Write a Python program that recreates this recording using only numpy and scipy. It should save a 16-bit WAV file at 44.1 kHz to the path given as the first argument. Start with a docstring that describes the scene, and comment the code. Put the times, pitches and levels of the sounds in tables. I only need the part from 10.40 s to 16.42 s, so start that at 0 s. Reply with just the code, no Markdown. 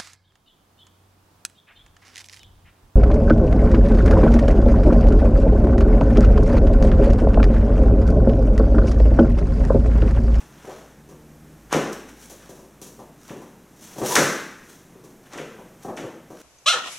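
"""Cloth swishes and a shoe scuffs a rubber mat: two people drill hand strikes in a brick-walled gym.
Feet land heel then ball in cushioned thuds, dragged soles rasp, and sleeves rustle with each swing.
Hands slap cloth and body with a crack, a clap of trapped air and a thump, hardest just before 4 s.
The hard room rings after each blow; an engine and traffic hum faintly beyond the walls."""
import sys
import numpy as np
from scipy import signal
from scipy.fft import rfft, irfft
from scipy.io import wavfile
from scipy.ndimage import uniform_filter1d

SR = 44100
rng = np.random.default_rng(int(sys.argv[2]) if len(sys.argv) > 2 else 0)


def materialize(psi):
    """Save the field psi as 16-bit PCM at rate SR to the path in sys.argv[1].

    A 1-D psi becomes a single channel; in a 2-D psi each row is a channel.
    """
    bounded = np.clip(np.atleast_2d(psi).T, -1, 1)
    quanta = np.round(bounded * 32767).astype(np.int16)
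    wavfile.write(sys.argv[1], SR, quanta)


N = 265482
TIME = np.arange(N) / SR


def undb(db):
    """Decibels to gain."""
    return 10 ** (np.asarray(db) / 20)


def unit(x):
    """Scale to an energy of one."""
    return x / np.sqrt(np.sum(x ** 2) + 1e-18)


def band(x, hz, kind, order=2):
    """Butterworth filter."""
    return signal.sosfilt(signal.butter(order, np.clip(hz, 10, .45 * SR), kind, fs=SR, output="sos"), x)


def lookup(table, hz):
    """Read (freq_hz, value) points on a log-frequency axis."""
    freq_hz, value = np.transpose(table)
    return np.interp(np.log(hz + 1e-3), np.log(freq_hz), value)


def equalise(x, curve, size=8192):
    """Minimum-phase EQ through (freq_hz, gain_db) points."""
    cepstrum = irfft(np.log(undb(lookup(curve, np.fft.rfftfreq(size, 1 / SR)))))
    cepstrum[1:size // 2] *= 2
    cepstrum[size // 2 + 1:] = 0
    return signal.fftconvolve(x, irfft(np.exp(rfft(cepstrum))))[:len(x)]


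def add(track, start_s, x):
    """Mix x into the track from start_s."""
    i = max(int(start_s * SR), 0)
    track[i:i + len(x)] += x[:max(len(track) - i, 0)]


def wander(rate_hz):
    """Random drift that glides to a new value rate_hz times a second."""
    knots = rng.standard_normal(4096)
    return np.interp(TIME * rate_hz, np.arange(len(knots)), knots)


def contact(decay_s, rise, size=8192):
    """Soft surfaces meet in many tiny collisions that swell and die; rise is a share of decay_s."""
    age = np.arange(size) / SR / decay_s
    envelope = np.exp(-age) * (1 - np.exp(-age / rise)) + 1e-9
    burst = envelope * rng.standard_normal(size)
    for _ in range(4):
        # soft surfaces favour no pitch: level the spectrum, then restore the envelope
        flat = irfft(np.exp(1j * np.angle(rfft(burst))))
        local_rms = np.sqrt(np.abs(uniform_filter1d(flat ** 2, size=96)) + 1e-18)
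        burst = flat * envelope / local_rms
    return burst


def burst(decay_s, rise, hz, kind="band", order=2):
    """One contact, filtered and scaled to an energy of one."""
    return unit(band(contact(decay_s, rise), hz, kind, order))


def hum(curve, harmonics_db, waver, flutter_db):
    """A distant motor: only its lowest harmonics pass the walls, wavering in pitch and level."""
    time_s, *columns = np.transpose(curve)
    pitch_hz, level_db = (np.interp(TIME, time_s, column) for column in columns)
    phase = 2 * np.pi * np.cumsum(pitch_hz * (1 + waver * wander(5.9))) / SR
    return sum(undb(level_db + gain_db + flutter_db * wander(19)) * np.sin(k * phase)
               for k, gain_db in enumerate(harmonics_db, 1))


# Spectrum of the noise bed: freq_hz, relative_db
ROOM_TONE_EQ = [(25, -7.5), (55, -33), (85, -7.5), (170, 1), (300, -2.5), (500, -8.5), (1000, -15),
                (1700, -18), (3000, -25), (4700, -29), (5900, -23.5), (9000, -27.5), (14500, -28.5),
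                (16000, -43)]


def room_tone(level_db=-51, swell_db=1.0, side_db=-26):
    """A near-mono bed of room rumble and thin hiss, swelling slightly."""
    mid, side = (np.sqrt(N) * unit(equalise(rng.standard_normal(N), ROOM_TONE_EQ)) for _ in range(2))
    return undb(level_db + swell_db * wander(3.09)) * (mid + undb(side_db) * np.array([side, -side]))


# Path of the traffic drone: time_s, pitch_hz, level_db
TRAFFIC_CURVE = [(0, 56.4, -56.5), (1.6, 54.9, -53), (3.2, 56, -63), (6, 56.2, -66)]


def traffic():
    """Traffic comes through the walls as one low, unsteady tone."""
    return hum(TRAFFIC_CURVE, [0], waver=0.043, flutter_db=-1.5)


# Path of the engine outside: time_s, firing_rate_hz, level_db
ENGINE_CURVE = [(0, 70.8, -52), (.5, 72.35, -57.5), (.7, 75.35, -47.5), (1.13, 76.8, -45), (1.4, 74, -70)]
# Harmonics 1 to 5 of the firing rate: gain_db
ENGINE_HARMONICS = [-12, -2, -9, -10, -30]


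def engine():
    """An engine outside hums at its firing rate, revs a little and falls away."""
    return hum(ENGINE_CURVE, ENGINE_HARMONICS, waver=0.0056, flutter_db=1.0)


# Ring of the brick room: freq_hz, t60_s
GYM_DECAY = [(100, 0.34), (250, 0.8), (600, 0.62), (1500, 0.84), (4000, 0.74), (8000, 0.59), (15000, 0.69)]


def gym_tail(build_s=0.0046, size=49152, bands=12):
    """Dense echoes build up, then fade at each band's own rate."""
    t, hz = np.arange(size) / SR, np.fft.rfftfreq(size, 1 / SR)
    spectrum, tail = rfft(rng.standard_normal(size)), np.zeros(size)
    centres_hz = np.geomspace(100, 15000, bands)
    for centre_hz, weights in zip(centres_hz, np.eye(bands)):
        echoes = irfft(spectrum * lookup(np.c_[centres_hz, weights], hz))
        tail += echoes * np.exp(-np.log(1000) * t / lookup(GYM_DECAY, centre_hz))
    return tail * (1 - np.exp(-t / build_s))


# Tone colour of everything played on the mat: freq_hz, gain_db
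GYM_EQ = [(30, -17), (58, -15), (80, -21), (115, -8), (160, -1), (300, -2), (600, -2), (1050, -2),
          (1750, -1), (2200, -4), (3600, -3.5), (4900, -7), (5900, 2), (8000, -5), (11000, -8),
          (16000, -15)]


def gym(x, direct_db, early_db, left_db, early_s=0.012, warmth_db=1.5, warmth_hz=2500, side_db=-47):
    """Direct sound, scattered first echoes and tail, in a narrow stereo image."""
    response = gym_tail()
    response *= 1 + undb(early_db) * np.exp(-np.arange(len(response)) / SR / early_s)
    click = signal.unit_impulse(256)
    direct = click + (undb(warmth_db) - 1) * band(click, warmth_hz, "low", order=1)  # low shelf
    add(response, 0, undb(direct_db) * direct)
    coloured = equalise(x, GYM_EQ)
    mid = signal.fftconvolve(coloured, response)[:N]
    side = signal.fftconvolve(coloured, undb(side_db) * gym_tail())[:N]
    return np.array([mid * undb(left_db / 2) + side, mid * undb(-left_db / 2) - side])


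# Swings of sleeves and trouser legs: peak_s, rustle_db, hiss_db, length_s
CLOTH_SWINGS = [ (0.01, -52.5, -54.5, .08), (0.314, -44, -46.5, 0.21), (1.323, -37, -50, 0.016),
                (1.533, -59, -39.5, .02), (1.697, -52.5, -51, 0.039), (1.832, -56, -42.5, 0.068),
                (2.047, -51.5, -53, 0.12), (2.881, -53, -46, .12), (3.436, -65, -42.5, 0.062),
                (3.523, -52.5, -44.5, 0.11), (3.675, -37.5, -28, .066), (3.73, -42, -23.5, 0.067),
                (4.3, -57, -44.5, 0.15), (4.864, -57, -59, .05), (4.934, -47.5, -55, 0.022),
                (5.436, -56, -48.5, 0.027), (6, -52.5, -48.5, 0.12)]


def cloth_swishes(rustle_hz=(500, 2200), hiss_hz=4200, catch_db=3.0, catch_rate_hz=260):
    """Cloth slides in tiny catches, swelling and fading with the speed of the limb."""
    rustle = band(rng.standard_normal(N), rustle_hz, "band", order=1)
    hiss = band(rng.standard_normal(N), hiss_hz, "high", order=1)
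    catches = undb(catch_db * wander(catch_rate_hz))
    out = np.zeros(N)
    for peak_s, rustle_db, hiss_db, length_s in CLOTH_SWINGS:
        from_peak = np.abs(TIME - peak_s) / (length_s / 2)
        speed = catches * np.exp(-np.minimum(from_peak, 20))
        out += undb(rustle_db) * unit(speed * rustle) + undb(hiss_db) * unit(speed * hiss)
    return out


# Rubber soles dragged over the mat: start_s, level_db, pitch_hz, width_hz, decay_s
SOLE_DRAGS = [(0.271, -38, 525, 410, 0.037), (2.589, -56, 880, 293, 0.011), (3.018, -51, 810, 298, 0.007),
              (3.704, -28.5, 950, 260, 0.022), (4.985, -39.5, 492, 153, 0.028),
              (5.177, -53.5, 850, 400, 0.017)]


def sole_drags(rise=0.14):
    """A sliding sole sticks and slips unevenly, giving a short, half-pitched rasp."""
    out = np.zeros(N)
    for start_s, level_db, pitch_hz, width_hz, decay_s in SOLE_DRAGS:
        edges_hz = pitch_hz * np.exp(np.array([-.5, .5]) * width_hz / pitch_hz)
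        add(out, start_s, undb(level_db) * burst(decay_s, rise, edges_hz))
    return out


# Feet rolling from heel to ball: start_s, heel_db, ball_db, roll_s, thud_cutoff_hz, scuff_db
FOOTFALLS = [ (0.247, -42, -44, 0.023, 730, -63), (0.689, -47.5, -46.5, .018, 486, -53),
             (1.897, -46.5, -52, .018, 630, -41.5), (2.092, -43, -51, .058, 640, -46),
             (2.190, -48.5, -51.5, 0.047, 566, -55), (2.415, -45.5, -47.5, 0.046, 506, -38.5),
             (2.590, -42, -63, .03, 800, -55.5), (2.903, -37, -42, 0.057, 390, -52),
             (3.016, -46.5, -54, 0.044, 620, -53.5), (3.558, -42.5, -47, 0.0086, 640, -66),
             (3.582, -32, -23.5, 0.032, 700, -38), (3.686, -30, -41, .02, 580, -29),
             (3.821, -27.5, -35, .012, 258, -33), (4.492, -55.5, -48.5, .06, 493, -68),
             (4.639, -47, -59, 0.055, 450, -51), (5.186, -45.5, -49, .02, 600, -59),
             (5.447, -35, -30.5, 0.035, 820, -51), (5.636, -34.5, -40.5, 0.011, 550, -65),
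             (5.902, -40.5, -44, .010, 630, -54)]


def footsteps(tap_hz=(720, 1150), floor_hz=(145, 235), grit_hz=1700, scuff_hz=5200,
              heel_decay_s=0.0102, heel_rise=0.03, ball_decay_s=0.0148, ball_rise=0.078):
    """The mat cushions heel and ball to a thud with a hollow tap; the floor booms, the sole scuffs."""
    out = np.zeros(N)
    for start_s, heel_db, ball_db, roll_s, thud_cutoff_hz, scuff_db in FOOTFALLS:
        heel = (start_s, heel_db, scuff_db, heel_decay_s, heel_rise)
        ball = (start_s + roll_s, ball_db, scuff_db - 7, ball_decay_s, ball_rise)  # scuffs less
        for land_s, weight_db, sole_db, decay_s, rise in (heel, ball):
            cushioned = band(contact(decay_s, rise), thud_cutoff_hz, "low", order=5)
            thud = unit(band(cushioned, hz=75, kind="high", order=1))
            tap = undb(-13) * burst(decay_s, rise, tap_hz)
            boom = undb(-7) * burst(decay_s, rise, floor_hz)
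            grit = undb(-22) * burst(decay_s, rise, grit_hz, "low")
            scuff = burst(decay_s, rise, scuff_hz, "high", order=1)
            add(out, land_s, undb(weight_db) * (thud + tap + boom + grit) + undb(sole_db) * scuff)
    return out


# Hands on cloth and body: start_s, crack_db, smack_db, clap_db, clap_pitch_hz, thump_db, contact_s
HAND_STRIKES = [ (1.326, -28, -22.5, -27.5, 1980, -17.5, 0.0032),
                (2.886, -55, -50.5, -47, 2090, -38, 0.0073), (3.753, -15.5, -24, -16, 1500, -16.5, .006),
                (4.933, -46, -43, -46.5, 1920, -36.5, 0.0044), (4.975, -44, -43, -39, 1980, -37, 0.0061),
                (5.565, -42.5, -51, -40, 1950, -33, 0.016)]


def hand_slaps(crack_hz=(2400, 9000), smack_hz=(170, 1300), thump_cutoff_hz=580, rise=0.19,
               clap_decay_s=0.00659, clap_spread=1.556, clap_lag_s=0.0078, thump_lag_s=0.015):
    """Skin cracks and smacks, the closing palm claps out trapped air, then the body gives and thumps."""
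    out = np.zeros(N)
    for start_s, crack_db, smack_db, clap_db, clap_pitch_hz, thump_db, contact_s in HAND_STRIKES:
        crack = burst(contact_s, rise, crack_hz, order=1)
        smack = burst(2 * contact_s, rise, smack_hz, order=3)
        clap_edges_hz = (clap_pitch_hz / clap_spread, clap_pitch_hz * clap_spread)
        clap = burst(clap_decay_s, rise, clap_edges_hz, order=3)
        push = contact(0.013 + 2.06 * contact_s, rise)  # a longer contact pushes the body for longer
        muffled = band(push, thump_cutoff_hz, "low", order=4)
        thump = unit(band(muffled, hz=130, kind="high", order=1))
        add(out, start_s, undb(crack_db) * crack + undb(smack_db) * smack)
        add(out, start_s + clap_lag_s, undb(clap_db) * clap)
        add(out, start_s + thump_lag_s, undb(thump_db) * thump)
    return out


def scene():
    """Feet, hands and cloth each get their own gain and echoes in the gym, over the quiet background."""
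    feet = gym(footsteps() + sole_drags(), direct_db=28.5, early_db=6, left_db=1.33)
    hands = gym(hand_slaps(), direct_db=30, early_db=-9.5, left_db=0.94)
    cloth = gym(cloth_swishes(), direct_db=34, early_db=-11.0, left_db=0.73)
    return engine() + traffic() + room_tone() + cloth + feet + hands


def record(dry):
    """Soft clipping rounds the highest peaks; a steep low-pass cuts the top."""
    top_cut = signal.ellip(10, .2, 80, 15800, fs=SR, output="sos")
    return signal.sosfilt(top_cut, np.tanh(dry))


dry = scene()
out = record(dry)
materialize(out)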